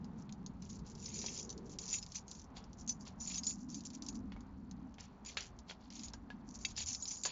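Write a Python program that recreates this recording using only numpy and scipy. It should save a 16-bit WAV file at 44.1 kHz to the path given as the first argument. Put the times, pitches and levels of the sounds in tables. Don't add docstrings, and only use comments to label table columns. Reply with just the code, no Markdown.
import sys
import numpy as np
from scipy import signal
from scipy.fft import rfft, irfft, next_fast_len
from scipy.io import wavfile
from scipy.ndimage import map_coordinates

SR = 44100
rng = np.random.default_rng(int(sys.argv[2]) if len(sys.argv) > 2 else 0)


def wrap_up_sound(samples):
    columns = np.atleast_2d(samples).T
    tamed = np.clip(columns, -1, 1)
    steps = np.round(tamed * 32767).astype(np.int16)
    wavfile.write(sys.argv[1], SR, steps)


N = 322371

# (frequency [Hz], relative level [dB], t60 when free [s])
KEY_MODES = [(2134, -3, .06), (2290, -5, .08), (2390, -2, .08), (2656, 0, .08), (3294, -2, .09),
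             (3750, 1, .06), (4280, -8, .07), (4605, -5, .12), (4849, -7, .1), (4962, -5, .12),
             (5120, -6, .08), (5340, -3, .08), (5700, -5, .07), (5927, -3, .12), (6069, 0, .14),
             (6340, -3, .08), (6527, 0, .13), (6770, -2, .09), (6914, 1.5, .24), (7085, -2, .09),
             (7195, -2, .11)]
HEAVY_BELOW_HZ = 4000


def amp(db):
    return 10 ** (np.asarray(db) / 20)


def unit(x):
    return x / np.sqrt(np.mean(x ** 2) + 1e-20)


def along(points, hz):
    f, v = np.transpose(points)
    return np.interp(np.log(hz + 1), np.log(f + 1), v)


def curves(rows):
    s, *cols = np.transpose(rows)
    return [np.interp(np.arange(N) / SR, s, c) for c in cols]


def wobble(rate):
    knots = rng.standard_normal(int(N * rate / SR) + 4)
    return map_coordinates(knots, [np.arange(N) * rate / SR])


def filtered(x, response):
    m = next_fast_len(N + SR // 2)
    return irfft(rfft(x, m) * response(np.fft.rfftfreq(m, 1 / SR)), m)[..., :N]


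def colored(x, spectrum):
    return unit(filtered(x, lambda hz: amp(along(spectrum, hz))))


def noise(spectrum):
    return colored(rng.standard_normal(N), spectrum)


def resonances(modes):
    def response(f):
        total = 0
        for k, (c, w, db) in enumerate(modes):
            total = total + (-1) ** k * amp(db) * 1j * f * w / (c * c - f * f + 1j * f * w)
        return total
    return response


def street():
    # (time [s], drone pitch [Hz], drone level [dB],
    # engine growl level [dB], rumble level [dB], tyre hiss level [dB])
    traffic = [(0, 192.9, -48.5, -65.5, -57.5, -65.5), (0.5, 193.2, -49.5, -68, -59.5, -66.5),
               (1.25, 191.6, -55.5, -58.5, -56.5, -66.5), (1.75, 198.3, -52, -59.5, -61.5, -65.5),
               (2.1, 200, -59.5, -75, -58, -67.0), (2.7, 208.6, -56, -69, -58.5, -64.5),
               (3.3, 214.9, -51, -71, -61, -64), (3.7, 225.2, -51.5, -73, -68, -68.5),
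               (4.2, 227.5, -47.5, -67.5, -59, -66.5), (4.45, 222.1, -51.5, -71, -58, -66.5),
               (4.7, 217.4, -52, -74, -58, -67), (5.35, 211.2, -61, -69, -60.5, -66),
               (6.0, 235.8, -56, -78, -62, -66.5), (6.6, 232.7, -55.5, -69, -55, -66),
               (7.31, 212.5, -61.5, -74.5, -62.5, -68.5)]
    # (frequency [Hz], relative density [dB])
    rumble_color = [(12, -36), (20, -9.5), (59, 5), (140, -5), (180, -26), (310, -120)]
    # (frequency [Hz], relative density [dB])
    hiss_color = [(260, -38), (450, 1), (575, 1.5), (796, 7), (973, 6), (2910, -18), (4250, -23),
                  (5080, -33), (6500, -38), (8450, -44), (14300, -120)]
    growl_color = [(200, -62.0), (300, -9), (390, -3.5), (480, -10), (600, -19), (800, -45)]  # (Hz, dB)

    drone_hz, drone_db, growl_db, rumble_db, hiss_db = curves(traffic)
    slow = filtered(rng.standard_normal((2, N)), lambda hz: 1 / (1 + (hz / 62) ** 3))
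    turn = 2 * np.pi * np.cumsum(drone_hz) / SR
    drone = unit(slow[0] * np.cos(turn) + slow[1] * np.sin(turn))
    out = amp(drone_db + 1.7 * wobble(8)) * drone
    out += amp(growl_db + 1.7 * wobble(9)) * noise(growl_color)
    out += amp(rumble_db + 2.2 * wobble(4)) * noise(rumble_color)
    out += amp(hiss_db + 1.2 * wobble(7.4)) * noise(hiss_color)
    return out


def shaking():
    # (start [s], length [s], jingle level [dB],
    # scrape of the heavier parts against that [dB])
    shakes = [(0.18, 0.042, -67, -6.5), (0.623, 0.054, -62.5, -5.5), (0.695, 0.064, -56.5, -11.5),
              (0.864, 0.064, -57, -10), (0.98, 0.13, -57, -14), (1.045, 0.11, -52.5, -9),
              (1.142, 0.26, -46.5, -10.5), (1.405, 0.045, -52.5, -25), (1.662, 0.0044, -56.5, -14),
              (1.701, 0.038, -55, -11), (1.81, 0.067, -47, -16), (1.886, 0.086, -44, -12.5),
              (2.019, 0.017, -52, -16), (2.087, 0.039, -58.5, -12), (2.157, 0.0048, -40, -10),
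              (2.288, 0.14, -57, -15.5), (2.567, 0.016, -56.5, -0.5), (2.787, 0.027, -56.5, -15),
              (2.892, 0.0097, -44, -17.5), (3.01, 0.0039, -53, -25), (3.068, 0.012, -54.5, -0.5),
              (3.209, 0.045, -47.5, -23), (3.28, 0.1, -46, -8), (3.439, 0.086, -47, -24),
              (3.553, 0.077, -59.5, -24), (3.695, 0.1, -54.5, -15), (3.792, 0.0077, -68.5, -19),
              (3.857, 0.0091, -53.5, -7), (3.937, 0.016, -53, -11.5), (4.04, 0.041, -59.5, -12.5),
              (4.148, 0.01, -56, -27), (4.997, 0.045, -57, -6), (5.265, 0.037, -52.5, -3),
              (5.31, 0.024, -59, 0.5), (5.374, 0.094, -56, -8), (5.695, 0.014, -54, 2),
              (5.809, 0.06, -73.5, 5.5), (5.925, 0.049, -56, -5), (5.974, .11, -56.5, -4.5),
              (6.477, 0.047, -62, -17), (6.547, 0.0088, -50.5, -18), (6.606, 0.032, -54, -15),
              (6.684, 0.035, -53.5, -8), (6.772, 0.048, -43, -4), (6.863, 0.076, -42, -14.5),
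              (6.963, 0.065, -55.5, -23), (7.01, 0.035, -53.5, -36), (7.078, 0.057, -42.5, -19),
              (7.171, 0.054, -55, -39), (7.273, 0.079, -61.5, 15.5)]
    rise_db_per_s, settle_db_per_s = 1197, 504
    rest_db, rest_scrape_db = -83.5, 1

    t = np.arange(0, N / SR + .002, .001)
    s, length, db, scrape_db = np.transpose(shakes)[:, :, None]
    rising_db = rise_db_per_s * np.maximum(s - t, 0)
    settling_db = settle_db_per_s * np.maximum(t - s - length, 0)
    power = amp(db - rising_db - settling_db) ** 2
    light = amp(rest_db) ** 2 + power.sum(0)
    heavy = amp(rest_db + rest_scrape_db) ** 2 + (power * amp(scrape_db) ** 2).sum(0)
    return curves(np.transpose([t, 10 * np.log10(light), 10 * np.log10(heavy / light)]))


def freedom_db(shake_db):
    loose_db, freer_db_per_db = -54, 2.34
    return freer_db_per_db * np.minimum(shake_db - loose_db, 0)


def touches(rate, spread_db, life):
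    sizes = (rng.random(N) < rate / SR) * amp(spread_db * rng.exponential(size=N))
    fade = amp(-60 * np.arange(SR // 10) / SR / life)
    return unit(signal.fftconvolve(sizes, fade)[:N] * rng.standard_normal(N))


def jingle():
    # (frequency [Hz], relative density [dB])
    wash_color = [(2060, -39), (3500, -30), (4400, -16), (5870, -3), (6410, -6), (7400, -6), (9620, -34.5),
                  (16300, -120)]
    # (frequency [Hz], relative density [dB])
    scrape_color = [(1000, -52.5), (1700, -17), (1950, -16), (2300, -11), (3920, -8), (4400, -4),
                    (5720, -15), (9680, -120)]
    wash_db, tapped_db = -4, -4.5
    taps_per_s, tapped_life = 45, .55

    jingle_db, scrape_db = shaking()
    light, heavy = amp(jingle_db), amp(jingle_db + scrape_db)
    contacts = touches(450, 2.7, life=.013) + .8 * touches(140, 3.5, life=.004)
    wash = colored(contacts, wash_color)
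    scrape = colored(touches(900, 1.5, life=.016), scrape_color)
    ringing = np.zeros(N)
    for hz, db, t60 in KEY_MODES:
        strength = heavy if hz < HEAVY_BELOW_HZ else light
        taps = strength * (rng.random(N) < taps_per_s / SR) * rng.standard_normal(N)
        keep = amp(-60 / (tapped_life * t60 * SR))
        turn = 2 * np.pi * hz / SR
        ringing += amp(db) * signal.lfilter([np.sin(turn)], [1, -2 * keep * np.cos(turn), keep ** 2], taps)
    out = amp(wash_db) * light * wash
    out += amp(tapped_db + freedom_db(jingle_db)) * ringing
    return out + amp(-3) * heavy * scrape


def clinks():
    # (time [s], strike level [dB], brightest region [Hz], heavier parts [dB])
    strikes = [(0.0438, -43.5, 4860, -13), (0.293, -52, 4090, 9.5), (0.3245, -39, 6690, -34),
               (0.463, -35, 6500, -36), (0.622, -41, 6130, -32), (0.7005, -38.5, 6610, -31),
               (0.7915, -43, 6840, -25), (0.87, -46, 6100, -25), (0.9518, -37.5, 5240, -33),
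               (1.026, -42.5, 6930, -14), (1.0595, -33, 5260, -30), (1.1574, -41.5, 6900, -12),
               (1.19, -32.5, 5660, -39), (1.2152, -32.5, 5830, -20.5), (1.262, -26.5, 5850, -25),
               (1.2827, -53, 5730, 8), (1.373, -51, 5800, -14), (1.3886, -38.5, 6420, -35),
               (1.493, -35, 6100, -34), (1.5025, -30.5, 6080, -33), (1.5269, -41, 6400, -31),
               (1.5775, -39.5, 6200, -29), (1.695, -45, 6300, -23), (1.7868, -28, 5650, -27),
               (1.9289, -27.5, 6910, -19), (1.9383, -28.5, 6300, -16.5), (1.942, -35, 6070, -10),
               (1.9851, -35, 4440, -22), (2.0274, -34.5, 5130, -28), (2.0639, -38.5, 6600, -11),
               (2.12, -35, 5500, -29), (2.155, -33, 6290, -33), (2.2809, -39.5, 6520, -34),
               (2.3137, -33.5, 7330, -26), (2.3502, -42, 6420, -26), (2.3954, -43, 5900, -28),
               (2.6407, -44.5, 5090, -14), (2.731, -44, 6070, -32), (2.8767, -33, 6500, -52),
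               (2.8939, -27.5, 6080, -33), (3.053, -45, 5260, -30), (3.2069, -43.5, 6900, -18.5),
               (3.261, -42, 5340, -13), (3.275, -33, 6920, -40), (3.2991, -37.5, 6900, -16),
               (3.313, -39.5, 6930, -12), (3.344, -31, 5260, -28), (3.357, -35.5, 6000, -21),
               (3.3816, -31, 6510, -25.5), (3.4343, -32, 4960, -26), (3.4678, -28.5, 6914, -31),
               (3.468, -34.5, 5340, -33), (3.481, -43, 6000, -21), (3.4963, -36, 6900, -27),
               (3.508, -36, 7150, -19), (3.7443, -32, 6280, -38), (3.8066, -38, 6780, -31),
               (3.837, -46.5, 6330, -26), (3.852, -36, 7140, -33), (3.9028, -39, 7150, -11),
               (3.9526, -45, 5600, -20), (4.0218, -32.5, 5820, -22), (4.0643, -35.5, 5310, -40),
               (4.0827, -42.5, 6270, -23), (4.0864, -29.5, 6400, -24.5), (4.1276, -47.5, 5940, -23),
               (4.154, -41.5, 5840, -22), (4.407, -48, 6660, -20), (4.712, -41.5, 6460, -12.5),
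               (4.9418, -50.5, 6360, -3), (5.2492, -41.5, 6900, -7), (5.261, -40, 4715, -15),
               (5.27, -47, 6910, -14), (5.2885, -45, 6070, -7), (5.3442, -50, 6300, -32),
               (5.3719, -29, 4280, -4), (5.4066, -30.5, 5790, -32), (5.423, -42, 4960, -8),
               (5.589, -40, 6360, -17), (5.9032, -38, 4970, -5), (5.9547, -38.5, 6320, -19),
               (5.9939, -35, 5210, -18), (6.0345, -32, 6690, -19), (6.044, -42, 6950, -29),
               (6.057, -44.5, 6530, -25), (6.0833, -37.5, 5030, -34), (6.135, -33, 5410, -30),
               (6.547, -49, 6330, -27), (6.5898, -43, 6360, -28), (6.6493, -28, 4605, -4.5),
               (6.6512, -28, 6370, -33), (6.7648, -35, 5050, -28), (6.7795, -40, 6910, -16),
               (6.788, -42, 6910, -9), (6.8354, -41, 6260, -19), (6.8863, -28.5, 6300, -30),
               (6.942, -39.5, 5770, -28), (6.9479, -27.5, 5400, -25.5), (7.0242, -34, 6860, -43),
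               (7.055, -30.5, 5300, -33), (7.109, -31.5, 5900, -23), (7.116, -34, 6280, -24),
               (7.158, -38.5, 6420, -29), (7.169, -40.5, 6920, -24), (7.2356, -23, 7350, -33),
               (7.2522, -21, 4470, -24), (7.26, -24, 7340, -28), (7.266, -31, 6580, -17.5),
               (7.2845, -44, 6350, 1)]
    ring_against_strike_db, struck_life = -3, .56
    jolt_db = -26

    out, t = np.zeros(N + SR), np.arange(SR // 9) / SR
    jingle_db = np.pad(shaking()[0], (0, SR), "edge")
    hz, level, t60 = np.transpose(KEY_MODES)[:, :, None]
    count, modes = len(strikes), len(KEY_MODES)
    draws = rng.standard_normal((count, 2, modes, 1))
    cracks = rng.standard_normal((count, 2, len(t)))
    steps = rng.standard_normal((count, modes, len(t) // 16 + 1))
    shivers = np.cumsum(steps, 2).repeat(16, axis=2)[..., :len(t)]
    high = signal.butter(2, [4000, 7300], "band", fs=SR, output="sos")
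    low = signal.butter(2, [1900, 4000], "band", fs=SR, output="sos")
    for (s, db, bright_hz, heavy_db), (chance, detune), crack, shiver in zip(strikes, draws, cracks, shivers):
        start = round(s * SR)
        light_db = -np.minimum(55 * np.abs(hz - bright_hz) / 1000, 18)
        near_db = np.where(hz < HEAVY_BELOW_HZ, heavy_db, light_db)
        shake_db = np.maximum(jingle_db[start:][:len(t)], db + jolt_db)
        ring_db = ring_against_strike_db + freedom_db(shake_db)
        decay_db = -60 * t / (struck_life * t60)
        phase = 2 * np.pi * hz * (1 + .002 * detune) * t + .055 * shiver
        ring = amp(ring_db + level + near_db + 1.8 * chance + decay_db) * np.sin(phase)
        tick = .7 * amp(-60 * t / .008) * np.sin(2 * np.pi * bright_hz * t)
        snap_fade = 1.08 * amp(-60 * t / .0068) + .36 * amp(-60 * t / .06)
        snap = snap_fade * (signal.sosfilt(high, crack[0]) + amp(heavy_db) * signal.sosfilt(low, crack[1]))
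        onset = 1 - np.exp(-t / .0005)
        out[start:][:len(t)] += amp(db) * (ring.sum(0) + tick + snap) * onset
    return out[:N]


def knocks():
    # (time [s], blow level [dB], tone of the struck part [Hz],
    # tone against the blow [dB], door thud against the blow [dB], nominal decay, shortened for the tone [s])
    blows = [(1.2421, -59.5, 2340, 3, 18, 0.22), (2.568, -50.5, 3350, -16, -3, 0.52),
             (3.073, -49.5, 3080, -12, 1.5, 0.035), (4.321, -43, 2198, -16, -4, 0.12),
             (4.364, -60.5, 2240, 2, 15.5, 0.14), (4.984, -44, 2200, -22, -5, 0.42),
             (5.371, -25, 3896, -28, -11.5, 0.23), (5.6976, -39, 3320, -2, -4, 0.071),
             (5.71, -36.5, 3155, -13, -5, 0.11), (6.1378, -48, 1610, -3.5, 4, 0.12),
             (6.303, -41.5, 1675, 1.5, -2, 0.13), (6.649, -47, 2650, 5, -6, 0.11),
             (6.78, -58.5, 2320, 4, 12.5, 0.064), (6.808, -47, 2830, -2, 0.5, 0.05),
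             (7.252, -30.5, 1678, -5.5, -7, 0.087), (7.2575, -40, 980, -4, 6.5, 0.21)]
    # (frequency [Hz], width [Hz], level [dB])
    lock_modes = [(1456, 87, 1), (1666, 88, 6.5), (2960, 54, -11.5), (4040, 78, -0.5), (4450, 27, 4.5)]
    # (frequency [Hz], width [Hz], level [dB])
    door_modes = [(386, 220, 2.5), (865, 465, 9.5)]
    push_s = .00004

    lock, door, tone = np.zeros((3, N + SR))
    t = np.arange(SR // 4) / SR
    rattles = rng.standard_normal((len(blows), len(t)))
    for (s, db, tone_hz, tone_db, thud_db, t60), rattle in zip(blows, rattles):
        start = round(s * SR)
        here = slice(start, start + len(t))
        life = max(t60, .01)
        push = t / push_s * np.exp(1 - t / push_s)
        rattle_fade = .35 * amp(-60 * t / .01) + .29 * amp(-60 * t / life)
        blow = 2.2 * push + rattle * rattle_fade * (1 - np.exp(-t / .0004))
        lock[here] += amp(db) * blow
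        door[here] += amp(db + thud_db) * blow
        tone_fade = amp(db + tone_db - 60 * t / (.45 * life)) * (1 - np.exp(-t / .0015))
        tone[here] += tone_fade * np.sin(2 * np.pi * tone_hz * t)

    def barrel(hz):
        wide = amp(3.0) / (1 + (1200 / (hz + 1)) ** 4) / (1 + (hz / 4500) ** 4)
        return resonances(lock_modes)(hz) + wide

    return filtered(lock[:N], barrel) + filtered(door[:N], resonances(door_modes)) + tone[:N]


def scene():
    return (street() + jingle() + clinks() + knocks())[None]


def record(dry):
    # (low [Hz], high [Hz])
    image_band = (8550, 9020)
    top_hz, folding_hz = 7400, 16000

    kept = filtered(dry, lambda hz: 1 / (1 + (hz / top_hz) ** 90))
    mirrored = kept * np.cos(2 * np.pi * folding_hz * np.arange(N) / SR)
    image = filtered(mirrored, lambda hz: (hz > image_band[0]) & (hz < image_band[1]))
    return kept + amp(-20.0) * image + amp(-103) * rng.standard_normal(dry.shape)


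dry = scene()
out = record(dry)
wrap_up_sound(out)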